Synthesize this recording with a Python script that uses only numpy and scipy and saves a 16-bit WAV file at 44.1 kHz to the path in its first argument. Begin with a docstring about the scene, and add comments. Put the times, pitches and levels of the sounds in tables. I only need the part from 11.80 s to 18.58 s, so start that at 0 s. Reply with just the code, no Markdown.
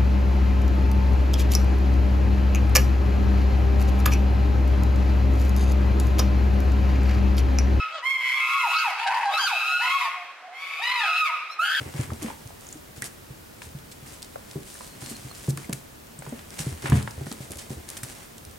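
"""Puppies on a kitchen floor

Puppies romp on a hard floor and a rag rug, close to a hand-held phone microphone.
Fur and cloth rustle, paws and bodies thud, toys knock, claws tick and skid;
one heavy tumble booms in the woodwork. The small room answers over a soft steady hiss."""
import sys
import numpy as np
from scipy import signal
from scipy.fft import rfft, irfft, next_fast_len
from scipy.io import wavfile

SR = 44100
rng = np.random.default_rng(int(sys.argv[2]) if len(sys.argv) > 2 else 0)


def store_pcm(level_fs):
    """Save levels as 16-bit WAV."""
    pcm = np.round(np.clip(level_fs, -1, 1) * 32767).astype(np.int16)
    wavfile.write(sys.argv[1], SR, np.atleast_2d(pcm).T)


N = 298998
TIME = np.arange(N) / SR
AGE = np.arange(16384) / SR  # seconds since a contact
CLAW_WIDTH = 1.45  # resonance width over pitch

# Levels in the tables are relative: each source's gain and the microphone's response follow.
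# how busy the play is, heard as faint rustle: time_s, level_db
BUSTLE_CURVE = [(0, -47), (0.6, -53), (1.1, -58.5), (2.0, -57.5), (2.7, -53.5), (3.5, -49.5), (4.2, -62),
                (4.95, -48), (5.9, -51.5), (6.78, -56.5)]
# fur and cloth brushing close by: start_s, length_s, hiss_db, chafe_db
FUR_STROKES = [(0.0, 0.095, -63, -45.5), (0.152, 0.086, -42.5, -40.5), (0.405, .1, -44.5, -40),
               (0.81, 0.12, -51, -54), (1.16, 0.017, -45.5, -52), (1.215, 0.047, -44.5, -44.5),
               (1.815, 0.035, -44, -56), (2.25, 0.11, -46.5, -51), (2.688, .07, -52, -60),
               (2.838, 0.24, -45, -62), (3.197, 0.13, -42, -46.5), (3.34, 0.16, -49.5, -61),
               (3.537, 0.14, -44, -54), (3.772, 0.075, -46.5, -50), (3.93, .06, -50.5, -56),
               (4.417, .18, -52, -51), (4.712, 0.12, -47, -48.5), (4.78, 0.039, -37.5, -39.5),
               (4.833, 0.069, -42.5, -46.5), (5.021, 0.033, -41.5, -39), (5.057, 0.053, -44, -35.5),
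               (5.117, .085, -42, -36.5), (5.455, 0.064, -44.5, -62), (5.602, 0.044, -45.5, -50.5),
               (5.709, .022, -47, -46.5), (5.781, 0.04, -42, -46), (5.895, 0.031, -43, -53),
               (6.073, 0.12, -45, -47), (6.23, 0.092, -43.5, -48.5), (6.345, 0.097, -48, -50)]
# spectrum of sliding fibres: frequency_hz, level_db
HISS_SPECTRUM = [(1500, -21.5), (3000, -1), (5500, 2), (8000, 1), (9800, 0), (11500, -4), (15000, -2.5)]
# spectrum of pressed fur and cloth: frequency_hz, level_db
CHAFE_SPECTRUM = [(120, 10.5), (300, 6), (700, 3.5), (1400, 1), (2100, 3.5), (3200, -3), (6000, -26)]
# paws and bodies landing: start_s, level_db, pitch_hz, slap_db (against the thud)
LANDINGS = [(0.009, -30.5, 114, -9), (0.059, -33, 81, -2.5), (0.145, -26, 143, -11),
            (0.191, -17.5, 117.5, -16), (0.291, -33, 102, -10), (0.316, -23, 99, -12.5),
            (0.42, -31.5, 294, -5), (0.442, -28, 219, -7), (0.656, -34.5, 106, -20), (0.953, -38, 295, -17),
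            (1.175, -39, 120, -11), (1.221, -36, 124, -9), (1.502, -33.5, 125, -12),
            (1.865, -37.5, 78, -11), (1.948, -30, 143, -19), (2.224, -41, 130, -18),
            (2.756, -26.5, 149.5, -3.5), (3.223, -34.5, 130, -8.5), (3.31, -35, 225, -4.5),
            (3.446, -31, 124, -15), (3.682, -15.5, 134.7, -14), (3.726, -31, 146, -11.5),
            (3.775, -33, 131, -13), (3.892, -26.5, 175, -6), (3.926, -28, 131, -13), (4.387, -36, 144, -23),
            (4.472, -32, 136, -10.5), (4.523, -30.5, 242, -5), (4.798, -28, 157, -8.5),
            (4.865, -20.5, 127, -15), (4.919, -28, 87, -15), (5.041, -28, 133, -6), (5.093, -20, 119, -24),
            (5.378, -29, 89, -10), (5.409, -26.5, 133, -12), (5.466, -32, 145, -8), (5.514, -37, 223, 0.5),
            (5.602, -31.5, 128, -11), (5.703, -34.5, 90, -4), (5.759, -37, 64.5, -6),
            (5.903, -29.5, 129, -3), (5.969, -33.5, 69, -9), (6.229, -31, 116, -15),
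            (6.669, -37.5, 72, -12)]
# spectrum of a soft pad meeting the floor: frequency_hz, level_db
SLAP_SPECTRUM = [(40, -33), (90, -12), (250, 7.5), (450, 2), (800, -12.5), (2000, -39), (6000, -60)]
# the floor's resonances: pitch_hz, width_hz, gain_db
FLOOR_RESONANCES = [(74, 13, -7), (129.3, 6.1, -13), (209, 8.1, -6), (241, 16, -21), (322, 25, -10)]
# toys and furniture bumped: start_s, level_db, pitch_hz, width_ratio (width over pitch)
TOY_KNOCKS = [(0.139, -29, 830, 4), (0.2342, -26.5, 1160, 2.5), (0.3038, -29, 1280, .5),
              (0.319, -33, 646, 0.54), (0.4842, -31.5, 756, 1.1), (0.503, -30.5, 910, 0.48),
              (0.7051, -37, 796, 0.8), (1.2215, -24.5, 1935, 0.25), (1.8192, -28, 1480, 1.3),
              (2.558, -31.5, 650, 0.67), (2.9525, -37.5, 1630, 0.36), (3.0075, -32, 826, 1.1),
              (3.5124, -35, 1060, .8), (3.6783, -36, 570, 1.3), (3.7754, -27.5, 1330, 0.76),
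              (3.8436, -38, 2130, .2), (3.8955, -32, 680, 1.5), (3.9279, -23, 1800, 1.4),
              (4.4222, -29.5, 840, 2.5), (4.4651, -31, 780, 1.4), (4.5253, -35, 620, 0.76),
              (4.5925, -28, 1610, 2.7), (4.7909, -19, 1490, 2.8), (5.0577, -21, 1400, 1),
              (5.121, -15, 950, 1.3), (5.1567, -24, 930, 2.1), (5.2756, -20, 1020, 1.4),
              (5.409, -36.5, 584, 0.74), (5.4679, -29.5, 1110, 1.4), (5.5166, -31.5, 820, 1.4),
              (6.1705, -29.5, 1660, 1.4), (6.233, -29, 1470, 1.35)]
# small hard things ringing: start_s, level_db, pitch_hz
SMALL_TINKS = [(0.2115, -28, 7060), (0.868, -32, 6600), (0.889, -29.5, 6700), (0.927, -26.5, 7100),
               (2.4275, -27.5, 4620), (2.9426, -33, 9960), (4.3907, -29, 7900), (4.4926, -34.5, 8550)]
# the clearest claws on the floor: start_s, level_db, pitch_hz
CLAW_TICKS = [(0.3342, -29, 4800), (0.4278, -21, 7800), (0.6747, -30.5, 5330), (1.2218, -14, 6640),
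              (1.8202, -34, 3600), (1.988, -37, 4000), (2.4214, -26, 5940), (2.4281, -23, 6300),
              (2.4461, -30, 6010), (2.7126, -27, 4700), (3.2612, -22.5, 5470), (3.367, -27, 6030),
              (3.7058, -21, 6820), (3.774, -18.5, 8200), (3.8955, -27, 7050), (3.9284, -15.5, 7000),
              (3.9321, -13, 8600), (4.7053, -28.5, 5030), (4.7925, -18, 6150), (5.0993, -19, 8300),
              (5.227, -25, 5100), (5.5155, -23, 4780), (5.526, -18.5, 7960), (5.7075, -24.5, 7720),
              (5.7183, -20.5, 8940), (5.7717, -23, 9200), (6.0895, -19, 7510), (6.102, -18, 8540),
              (6.169, -22.5, 6400), (6.2333, -16.5, 8800), (6.5816, -26.5, 7260), (6.6507, -28, 7330)]
# paws slipping: start_s, length_s, level_db, pitch_hz
PAW_SKIDS = [(0.42, 0.027, -41.5, 6500), (1.24, 0.039, -39, 6700), (2.114, 0.019, -43.5, 5770),
             (3.292, 0.031, -41, 9000), (3.69, 0.02, -37, 9100), (4.788, 0.038, -35, 6200),
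             (5.055, 0.032, -36.5, 1370), (5.153, 0.029, -41.5, 7000), (5.784, 0.017, -39, 4840),
             (6.168, 0.015, -38.5, 7500), (6.231, 0.016, -39, 8500)]
# thin squeaks within the rubbing: start_s, length_s, level_db
RUB_SQUEAKS = [(3.005, 0.14, -62), (3.233, 0.075, -53), (3.34, .02, -48), (3.495, 0.022, -49.5)]
# the woodwork's hollow modes: pitch_hz, level_db, t60_s
WOODWORK_MODES = [(84.8, -13, 0.17), (120.6, -11.5, 0.25), (139.6, -9.5, 0.14), (204, -15.5, 0.25),
                  (229.4, -20, 0.15), (252, -19.5, 0.1), (287, -26, 0.17), (445, -24.5, 0.089),
                  (713, -29.5, 0.12)]
# the microphone's response to the play close by: frequency_hz, gain_db
MIC_RESPONSE = [(20, -27), (48, -6), (72, 3), (6000, -0.5), (9000, 3.5), (12500, -1.5), (15500, -11)]
# spectrum of the kitchen's reverberation: frequency_hz, level_db
ROOM_SPECTRUM = [(60, 1), (200, 2.5), (1000, 2.5), (3000, -5.5), (9000, -3), (15000, -2.5)]
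# steady room tone and hiss: frequency_hz, level_db
ROOM_TONE_SPECTRUM = [(15, -39), (25, -7.5), (69, -2), (173, -5), (209, -5.5), (703, -16), (871, -17),
                      (945, -17.5), (1020, -18), (1620, -19), (2230, -22), (7700, -25.5), (15500, -25)]
# stereo width at the microphone: frequency_hz, side_gain_db
STEREO_WIDTH = [(60, -12), (130, -11.5), (260, -2), (500, 4), (2000, 1.5), (5000, -3), (9500, -4),
                (11000, -11.5), (12500, -33)]


def undb(db):
    """Decibels to gain."""
    return 10 ** (np.asarray(db) / 20)


def level(x, db=0):
    """Bring the mid row to an rms level."""
    return x * undb(db) / np.sqrt(np.mean(x[0] ** 2))


def peak(x):
    """Bring the crest of the mid row's envelope to 1."""
    return x / np.abs(signal.hilbert(x[0])).max()


def colour(x, points):
    """Filter by a spectrum of (frequency_hz, gain_db) points."""
    hz, db = np.transpose(points)
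    size = next_fast_len(x.shape[-1])
    bins_hz = np.maximum(np.arange(size // 2 + 1) * SR / size, 1)
    gain = undb(np.interp(np.log(bins_hz), np.log(hz), db))
    return irfft(rfft(x, size) * gain, size)[..., :x.shape[-1]]


def resonate(x, hz, width_hz):
    """One resonance, gain 1 at its centre."""
    hz, width_hz = min(hz, .45 * SR), min(width_hz, .38 * SR)
    return signal.lfilter(*signal.iirpeak(hz, hz / width_hz, fs=SR), x + 1e-18)


def fade(t60_s):
    """Exponential decay of a contact."""
    return np.exp(-np.minimum(np.log(1000) * AGE / max(t60_s, 1e-3), 60))


def noise(size):
    """Unrelated mid and side noise."""
    return rng.standard_normal((2, size))


def add(track, start_s, x):
    """Mix a sound in at a time."""
    start = max(int(start_s * SR), 0)
    track[:, start:start + x.shape[1]] += x[:, :N - start]


def room_tone(level_db=-48):
    """The kitchen's steady low noise and soft hiss."""
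    return level(colour(noise(N), ROOM_TONE_SPECTRUM), level_db)


def bustle():
    """Gain of the faint sounds that go on between the clear ones."""
    return undb(np.interp(TIME, *np.transpose(BUSTLE_CURVE)))


def stroke(start_s, length_s, attack_s, release_t60_s):
    """Pressure of a rub: it builds, holds and lets go."""
    rise = np.clip((TIME - start_s) / max(attack_s, 1e-3), 0, 1)
    return rise * np.interp(TIME - start_s - length_s, AGE, fade(release_t60_s), right=0)


def grit(size, spread_db, catch_samples=48):
    """Noise from tiny catches of uneven strength, each about a millisecond long."""
    strength = undb(spread_db * rng.standard_normal(size // catch_samples + 1))
    return noise(size) * np.repeat(strength, catch_samples)[:size]


def snags(per_s=140, spread_db=2):
    """Fibres and grains of dirt catch and snap free at random moments."""
    snaps = rng.random(N) < per_s / SR
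    return snaps * undb(spread_db * rng.standard_normal(N)) * noise(N)


def rubbing(gain_db=-3, spread_db=2.5, idle_chafe_db=-1, attack_share=0.13):
    """Fur and cloth slide: a crackly hiss from the fibres, a duller chafe where they are pressed."""
    hiss_power = bustle() ** 2
    chafe_power = (bustle() * undb(idle_chafe_db)) ** 2
    for start_s, length_s, hiss_db, chafe_db in FUR_STROKES:
        pressure = stroke(start_s, length_s, attack_share * length_s, release_t60_s=0.19)
        hiss_power += (pressure * undb(hiss_db)) ** 2
        chafe_power += (pressure * undb(chafe_db)) ** 2
    crackle = level(snags(), -12)
    hiss = colour(level(grit(N, spread_db)) + crackle, HISS_SPECTRUM)
    chafe = colour(level(grit(N, spread_db)) + 2 * crackle, CHAFE_SPECTRUM)
    return level(hiss, gain_db) * np.sqrt(hiss_power) + level(chafe, gain_db) * np.sqrt(chafe_power)


def slap(db, t60_s=0.11):
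    """The dull, noisy smack of something soft meeting the floor."""
    smack = level(colour(noise(len(AGE)), SLAP_SPECTRUM), db)
    return smack * fade(t60_s) * (1 - fade(0.0018))


def thuds(gain_db=-1, side_db=-11, overtone_ratio=2.35, overtone_db=-19, sag=0.076, rise_s=.0042):
    """A soft landing swings the floor for a few cycles; the pad slaps and the floor's modes ring on."""
    out = np.zeros((2, N))
    for start_s, db, hz, slap_db in LANDINGS:
        t60_s = 0.078 * 2 ** ((db + 28) / 60)  # heavier landings ring a little longer
        glide = 1 + sag * fade(t60_s=0.038)  # stiffer, so higher, while loaded
        phase = 2 * np.pi * hz * np.cumsum(glide) / SR
        swing = np.sin(phase) + undb(overtone_db) * np.sin(overtone_ratio * phase)
        swing *= fade(t60_s) * (1 - np.exp(-(AGE / rise_s) ** 2))
        landing = peak(np.outer([1, 0], swing)) + slap(slap_db)  # the swing sits dead centre
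        add(out, start_s, landing * undb(db + gain_db))
    out[1] *= undb(side_db)
    return out + sum(undb(db) * resonate(out, hz, width_hz) for hz, width_hz, db in FLOOR_RESONANCES)


def tap(hz, width_hz, t60_s, chatter, tail_db=-22, tail_t60_s=0.22):
    """A hard contact: one sharp push, a brief chatter and a faint tail through a resonance."""
    force = chatter * noise(len(AGE)) * (fade(t60_s) + undb(tail_db) * fade(tail_t60_s))
    force[0, 0] += 1
    return peak(resonate(resonate(force, hz, width_hz), hz, width_hz))


def knocks():
    """Toys and furniture answer a bump: a narrow resonance rings, a wide one gives a dead clack."""
    out = np.zeros((2, N))
    for start_s, db, hz, width_ratio in TOY_KNOCKS:
        add(out, start_s, tap(hz, width_ratio * hz, t60_s=0.027, chatter=0.11) * undb(db))
    return out


def taps(rows, width_ratio, t60_s, chatter):
    """Play (start_s, level_db, pitch_hz) rows as hard contacts of one kind."""
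    out = np.zeros((2, N))
    for start_s, db, hz in rows:
        add(out, start_s, tap(hz, width_ratio * hz, t60_s, chatter) * undb(db))
    return out


def tinks(gain_db=1.5):
    """Something small and hard rings briefly on one high note."""
    return taps(SMALL_TINKS, width_ratio=0.28, t60_s=0.01, chatter=0.13) * undb(gain_db)


def claws(gain_db=1.5):
    """Small hard claws tick brightly on the floor and die within milliseconds."""
    return taps(CLAW_TICKS, CLAW_WIDTH, t60_s=0.014, chatter=0.14) * undb(gain_db)


def patter(count=20, over_bustle_db=21, spread_db=2, centre_hz=6000, spread_octaves=.35):
    """Lighter claw ticks fall at random, stronger when the play is busy."""
    busy_db = 20 * np.log10(bustle())
    ticks = []
    for when, force, pitch in rng.random((count, 3)):
        db = busy_db[int(when * N)] + spread_db * (2 * force - 1)
        hz = centre_hz * 2 ** (spread_octaves * (2 * pitch - 1))
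        ticks.append((when * N / SR, db, hz))
    return taps(ticks, CLAW_WIDTH, t60_s=0.015, chatter=0.16) * undb(over_bustle_db)


def skids(width_ratio=0.99, spread_db=3, grip_t60_s=0.0051):
    """A slipping paw rasps over the floor, then lets go."""
    out = np.zeros((2, N))
    for start_s, length_s, db, hz in PAW_SKIDS:
        pressure = (1 - fade(grip_t60_s)) * np.exp(-(AGE / length_s) ** 4)
        rasp = resonate(grit(len(AGE), spread_db), hz, width_ratio * hz)
        add(out, start_s, level(rasp, db) * pressure)
    return out


def squeaks(hz=4260, width_hz=110):
    """For a moment the friction catches on one narrow, high resonance."""
    tone = resonate(resonate(noise(N), hz, width_hz), hz, width_hz)
    pressure = sum(undb(db) * stroke(start_s, length_s, attack_s=.015, release_t60_s=.08)
                   for start_s, length_s, db in RUB_SQUEAKS)
    return level(tone) * pressure


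def boom(start_s=5.122, push_t60_s=0.024, slap_db=-29):
    """A body bumps the woodwork, soft and heavy, and leaves its low modes ringing."""
    out = np.zeros((2, N))
    ring = sum(undb(db) * np.sin(2 * np.pi * hz * AGE) * fade(t60_s) for hz, db, t60_s in WOODWORK_MODES)
    ring *= 1 - fade(push_t60_s)
    add(out, start_s, np.outer([1, 0], ring) + slap(slap_db))
    return out


def room(x, t60_s=0.39, gain_db=-13, build_s=0.003, side_db=-3):
    """Walls and cupboards return a short diffuse tail to the microphone."""
    tail = colour(noise(len(AGE)), ROOM_SPECTRUM) * fade(t60_s) * (1 - np.exp(-AGE / build_s))
    tail *= undb(gain_db) / np.sqrt(np.sum(tail[0] ** 2))
    tail[1] *= undb(side_db)
    return signal.fftconvolve(x[:1], tail, axes=1)[:, :N]


def scene(near_side_db=-3):
    """The play close up, the kitchen around it, in stereo; bass and top treble sit near the centre."""
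    contacts = thuds() + boom() + knocks() + claws() + tinks()
    friction = skids() + rubbing() + squeaks()
    play = colour(contacts + friction + patter(), MIC_RESPONSE)
    play[1] *= undb(near_side_db)  # direct sound is narrower than the room's
    mid, side = play + room(play) + room_tone()
    side = colour(side, STEREO_WIDTH)
    return np.array([mid + side, mid - side])


def record(dry, top_hz=15900):
    """The phone cuts the top treble steeply."""
    return signal.sosfilt(signal.ellip(10, .2, 80, top_hz, fs=SR, output="sos"), dry)


dry = scene()
out = record(dry)
store_pcm(out)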